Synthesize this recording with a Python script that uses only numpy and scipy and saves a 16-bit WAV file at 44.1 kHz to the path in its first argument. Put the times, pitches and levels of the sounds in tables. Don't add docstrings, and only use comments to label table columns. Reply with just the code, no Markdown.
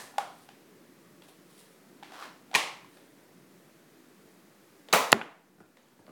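import sys
import numpy as np
from scipy import signal
from scipy.io import wavfile
from scipy.ndimage import uniform_filter1d

SR = 44100
rng = np.random.default_rng(int(sys.argv[2]) if len(sys.argv) > 2 else 0)


def volts(x):
    e = np.asarray(x, float) / 20
    return 10 ** e


def wav_out(sig):
    wavfile.write(sys.argv[1], SR, np.round(np.clip(np.atleast_2d(sig).T, -1, 1) * 32767).astype(np.int16))


N = 269451

# start_s, peak_db, ring_hz, crack_db (against the ring)
BOLT_BLOWS = [
    (.139, -47, 790, -5),
    (.159, -48, 804, -4),
    (.1816, -17, 806, -4),
    (.182, -32.5, 3320, 1),
    (.184, -39, 2170, 6),
]
BARREL_KNOCKS = [
    (2.0265, -37, 860, -8),
    (2.0315, -38, 837, 1),
    (2.12, -40, 760, -6),
    (2.21, -41, 760, -6),
    (2.2245, -32, 1200, -6),
    (2.5135, -41, 740, -2),
    (2.5325, -34, 790, -10),
    (2.845, -45, 1047, -6),
    (.489, -43, 790, 0),
]
SMALL_TICKS = [
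    (1.2205, -47, 3330, 0),
    (1.285, -55, 4130, 7),
    (2.971, -50, 2530, 4),
    (4.8862, -41.5, 3536, 4),
    (5.77, -47, 2100, 2.5),
    (5.83, -55, 6520, -4),
    (5.885, -57, 7020, 0),
    (6.0655, -49.5, 4506, 2.5),
]
LATCH_BLOWS = [
    (2.5415, -30, 2200, 8.5),
    (2.5502, -17.5, 845, -1.5),
    (2.5496, -8.5, 2420, -4),
    (2.5547, -11.5, 1850, 1),
    (2.5615, -16, 1000, -3),
]
PLUNGER_BLOWS = [
    (4.9272, -16.5, 4530, 2),
    (4.9291, -11.5, 3900, 0.5),
    (4.9353, -11, 1295, 4),
    (4.9402, -18, 1025, 4),
    (4.9468, -11, 910, -6),
]
TIP_BLOWS = [
    (5.1185, -19, 4900, 0),
    (5.1199, -6.5, 6990, 0),
    (5.1281, -5, 4290, 0),
    (5.1413, -31, 4565, 0),
]
BODY_BLOWS = [
    (5.1276, 0.5, 1902, -6.5),
    (5.128, -1, 2695, -15.5),
    (5.1288, -1.5, 960, -12),
    (5.1335, -13, 326, -0.5),
]
PANEL_BLOWS = [
    (5.139, -20, 395, -7.5),
    (5.146, -18, 227.4, -7),
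]
DROP_BLOWS = [
    (5.2137, -19.5, 1500, 3),
    (5.2195, -28, 1750, 3),
]
STEP_BLOWS = [
    (5.583, -48, 400, 0),
    (5.6035, -43, 1420, 5),
    (5.992, -47.5, 900, 2),
    (6.08, -39, 600, -5),
    (6.092, -45, 1200, 2),
]

# peak_s, peak_db, swell_db_per_s, fade_db_per_s
CLATTER_STROKES = [
    (0.0, -43, 300, 160),
]
BRUSH_STROKES = [
    (.44, -65.5, 50, 400),
    (1.24, -62, 2000, 380),
    (1.286, -60.5, 1500, 390),
    (1.508, -64.5, 520, 380),
    (1.596, -57.5, 230, 230),
    (1.72, -69, 400, 1500),
    (2.938, -66.5, 210, 110),
]
SLIDE_STROKES = [
    (2.135, -54.5, 380, 120),
    (2.23, -46, 140, 295),
]

# freq_hz, level_db (per Hz)
BOLT_COLOUR = [(120, -26), (300, -22), (500, -10.5), (820, 0.5), (1150, -4), (2000, -16), (3200, -16.5),
               (5500, -23), (10000, -26), (17000, -42)]
BARREL_COLOUR = [(120, -47), (400, -14.5), (820, -14.5), (1500, 4), (3000, 2.5), (5500, -8), (10000, -17.5),
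                 (17000, -33)]
TICK_COLOUR = [(240, -41), (400, 4), (1240, -7), (2550, -8.5), (3600, -8.5), (5760, -20.5), (9660, -23.5),
               (17000, -42)]
LATCH_COLOUR = [(60, -47), (150, -17.5), (330, -13.5), (480, -9), (800, -5), (1100, -1), (1450, -14),
                (2200, -2.5), (4500, -12), (10000, -20), (17000, -38)]
PLUNGER_COLOUR = [(35, -60), (60, -28.5), (232, -8.5), (356, -17.5), (431, -4.5), (899, -5.5), (1040, -1),
                  (1480, -12.5), (2270, -9.5), (3320, -16), (17500, -25.5)]
FOAM_COLOUR = [(350, -46.5), (600, -9.5), (3220, -0.5), (5900, -8.5), (6990, -2.5), (8280, -10.5),
               (10200, -4.5), (17500, -20.5)]
WALL_COLOUR = [(60, -24.5), (150, -0.5), (300, -1.5), (800, -4), (1300, -7), (2000, -10), (3000, -19),
               (5700, -30), (10400, -40.5), (17500, -56)]
FLOOR_COLOUR = [(150, -25), (400, -4), (1200, 0), (2800, -2), (4000, -17), (6500, -42), (17000, -60)]
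SOLE_COLOUR = [(59, -64), (90, 0), (283, 5), (981, -10), (1440, -14.5), (2730, -27), (2890, -32),
               (12000, -34), (15600, -68), (22000, -120)]
CLATTER_COLOUR = [(180, -11), (400, -6), (900, -3), (1500, -9), (1800, 1.5), (2100, -8), (3200, -11.5),
                  (6500, -12.5), (9250, -12.5), (17000, -27)]
BRUSH_COLOUR = [(1500, -11.5), (4000, -3), (6500, -12), (9500, -3), (13000, -13), (17000, -13.5)]
SLIDE_COLOUR = [(180, -47.5), (400, 3.5), (760, 8.5), (1400, 8), (2200, -1.5), (4000, -2.5), (6000, -9),
                (9000, -13.5), (17000, -21)]
# freq_hz, level_db (per Hz)
TONE_COLOUR = [(18, -75.5), (30, -48.5), (69, -35.5), (87, -26.5), (161, -1.5), (199, -3), (289, -1.5),
               (455, -7), (578, -10.5), (795, -15.5), (1870, -17), (2940, -23), (15300, -28.5),
               (17500, -31.5)]
# freq_hz, t60_s
KITCHEN_DECAY = [(120, 0.27), (330, 0.46), (870, 0.52), (2300, 0.47), (6000, 0.44), (14000, 0.33)]

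# ring_t60_s (at 1 kHz), damping_power (above 0 higher rings die sooner, below 0 later),
# send_db (to the room, hardest blow), softer_send_db (extra per dB softer)
BOLT_RING = (.04, 1.3, -10.5, 0.205)
BARREL_RING = (.022, 1.4, -6.5, .01)
TICK_RING = (.0095, .05, -1, -0.04)
LATCH_RING = (0.05, 0.8, -6, 0.086)
PLUNGER_RING = (.018, .3, -1.6, .05)
TIP_RING = (.02, 1.34, -22.5, 0.24)
BODY_RING = (.009, 0.7, -14.5, 0.44)
PANEL_RING = (0.16, -0.01, -11.5, 1)
DROP_RING = (0.03, 1, -11, -0.14)
SOLE_RING = (.021, -0.9, -5, 0.1)


def evened(x):
    return x / np.sqrt(np.mean(x ** 2) + 1e-20)


def read(points, hz):
    f, value = np.transpose(points)
    return np.interp(np.log(hz + 1), np.log(f + 1), value)


def add(mix, s, sound):
    part = mix[round(s * SR):][:len(sound)]
    part += sound[:len(part)]


def colour(x, points):
    level_db = np.maximum(read(points, abs(np.fft.fftfreq(4096, 1 / SR))), -100)
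    log_gain = np.log(volts(level_db))
    phase = -signal.hilbert(log_gain).imag
    taps = np.fft.ifft(np.exp(log_gain + 1j * phase)).real[:2048]
    return signal.oaconvolve(x, taps)[:len(x)]


def reflections(gap=300):
    taps = np.zeros(32000)
    at = np.arange(0, 32000, 10) + rng.integers(0, 10, 3200)
    taps[at] = rng.choice([-1., 1.], len(at))
    hz, t, z = signal.stft(taps, SR, nperseg=256)
    decay = volts(-60 * t / read(KITCHEN_DECAY, hz)[:, None])
    tail = signal.istft(z * decay, SR, nperseg=256)[1]
    tail *= np.clip(np.arange(len(tail)) / gap - 1, 0, 1)
    return tail / np.linalg.norm(tail)


def strikes(rows, spectrum, material, crack_s, overtone, overtone_db, rise_s, ring_in_room_db):
    out, t = np.zeros(N), np.arange(4096) / SR
    snap = colour(1. * (t == 0), spectrum)
    contact = 1 - np.exp(-t / rise_s)
    ring_s, damping, send_db, softer = material
    hardest_db = max(row[1] for row in rows)
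    for s, db, hz, crack_db in rows:
        t60 = ring_s * (1e3 / hz) ** damping
        room_db = send_db + softer * (hardest_db - db)
        noise = rng.standard_normal(len(t)) * contact * volts(-60 * t / crack_s)
        crack = colour(noise, spectrum)
        ring = volts(-60 * t / t60) * np.sin(2 * np.pi * hz * t)
        ring += volts(overtone_db - 120 * t / t60) * np.sin(2 * np.pi * overtone * hz * t)
        ring *= contact / abs(ring * contact).max()
        blow = volts(db) * (ring + volts(crack_db) * crack / abs(crack).max())
        radiated = snap / np.linalg.norm(snap) + volts(ring_in_room_db) * ring / np.linalg.norm(ring)
        echoes = signal.fftconvolve(radiated, reflections())
        add(out, s, blow)
        add(out, s, volts(room_db) * np.linalg.norm(blow) * echoes)
    return out


def rubbing(strokes, spectrum, slips_per_s, spread_db, room_db):
    slips = volts(spread_db * np.minimum(rng.exponential(1, N), 4)) * rng.standard_normal(N)
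    slips *= rng.random(N) < slips_per_s / SR
    slips = evened(colour(slips, spectrum))
    t = np.arange(N) / SR
    level = sum(volts(db - np.maximum(swell * (s - t), fade * (t - s))) for s, db, swell, fade in strokes)
    dry = slips * uniform_filter1d(level, 300)
    return dry + volts(room_db) * signal.fftconvolve(dry, reflections())[:N]


def room_tone(patchy_db=.9, hum_db=2.2, swell_db=.3):
    frames, hz = N // 512 + 5, np.fft.rfftfreq(2048, 1 / SR)
    a, b, patches, hums = rng.standard_normal((frames, 1025, 4)).T
    patches = evened(uniform_filter1d(uniform_filter1d(patches, 16, 0), 6, 1))
    hums = evened(uniform_filter1d(uniform_filter1d(hums, 2, 0), 24, 1))
    swell = evened(uniform_filter1d(rng.standard_normal(frames), 20))
    bass = 1 / (1 + (hz[:, None] / 1100) ** 2)
    field_db = bass * (patchy_db * patches + hum_db * hums) + swell_db * swell
    z = (a + 1j * b) * volts(read(TONE_COLOUR, hz)[:, None] + field_db)
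    tone = signal.istft(z, nperseg=2048, noverlap=1536)[1][:N]
    return volts(-58) * evened(tone)


def clatter():
    return rubbing(CLATTER_STROKES, CLATTER_COLOUR, slips_per_s=14000, spread_db=2, room_db=-7.5)


def bolt():
    return strikes(BOLT_BLOWS, BOLT_COLOUR, BOLT_RING, crack_s=.02, overtone=1.785, overtone_db=-13,
                   rise_s=.00072, ring_in_room_db=-6)


def hand_brush():
    return rubbing(BRUSH_STROKES, BRUSH_COLOUR, slips_per_s=4800, spread_db=1, room_db=-4)


def barrel_knocks():
    return strikes(BARREL_KNOCKS, BARREL_COLOUR, BARREL_RING, crack_s=.015, overtone=1.8, overtone_db=-10,
                   rise_s=.0008, ring_in_room_db=-5)


def small_ticks():
    return strikes(SMALL_TICKS, TICK_COLOUR, TICK_RING, crack_s=.025, overtone=.65, overtone_db=-1.5,
                   rise_s=.00045, ring_in_room_db=-15.5)


def slide_scrape():
    return rubbing(SLIDE_STROKES, SLIDE_COLOUR, slips_per_s=3500, spread_db=2.2, room_db=-4)


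def latch():
    return strikes(LATCH_BLOWS, LATCH_COLOUR, LATCH_RING, crack_s=.045, overtone=1.7, overtone_db=-6,
                   rise_s=.0002, ring_in_room_db=-16)


def plunger():
    return strikes(PLUNGER_BLOWS, PLUNGER_COLOUR, PLUNGER_RING, crack_s=.081, overtone=1.6, overtone_db=2,
                   rise_s=.00039, ring_in_room_db=-11)


def dart_hit():
    hit = strikes(TIP_BLOWS, FOAM_COLOUR, TIP_RING, crack_s=.006, overtone=1.8, overtone_db=-2.5,
                  rise_s=.0003, ring_in_room_db=-21.5)
    for blows, ring in [(BODY_BLOWS, BODY_RING), (PANEL_BLOWS, PANEL_RING)]:
        hit += strikes(blows, WALL_COLOUR, ring, crack_s=.015, overtone=1.5, overtone_db=-3,
                       rise_s=.0004, ring_in_room_db=-20)
    return hit


def dart_drop():
    return strikes(DROP_BLOWS, FLOOR_COLOUR, DROP_RING, crack_s=.012, overtone=1.7, overtone_db=-2,
                   rise_s=.0005, ring_in_room_db=-18)


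def footsteps():
    return strikes(STEP_BLOWS, SOLE_COLOUR, SOLE_RING, crack_s=.059, overtone=1.71, overtone_db=-9,
                   rise_s=.00032, ring_in_room_db=-9)


def scene():
    tone = room_tone()
    handling = clatter() + hand_brush() + slide_scrape()
    blaster = bolt() + barrel_knocks() + small_ticks() + latch() + plunger()
    dart = dart_hit() + dart_drop()
    action = handling + blaster + dart + footsteps()
    low_cut = signal.butter(2, 100, "highpass", fs=SR, output="sos")
    return (signal.sosfilt(low_cut, action) + tone)[None]


def low_pass(x):
    return signal.sosfilt(signal.butter(12, 18280, fs=SR, output="sos"), x)


def record(dry):
    peak_db = 20 * np.log10(abs(dry[0]) + 1e-9)
    fall_db = np.arange(N) * 8 / SR
    held_db = np.maximum.accumulate(peak_db + fall_db) - fall_db
    over_db = np.maximum(held_db + 8.5, 0)
    ducked = dry / volts(0.62 * uniform_filter1d(over_db, 400, origin=199))
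    top_cut = signal.firwin(255, 17700, window=("kaiser", 8), fs=SR)
    limited = signal.oaconvolve(np.clip(ducked, -1, 1), top_cut[None], "same")
    return low_pass(limited - 1e-4)


dry = scene()
out = record(dry)
wav_out(out)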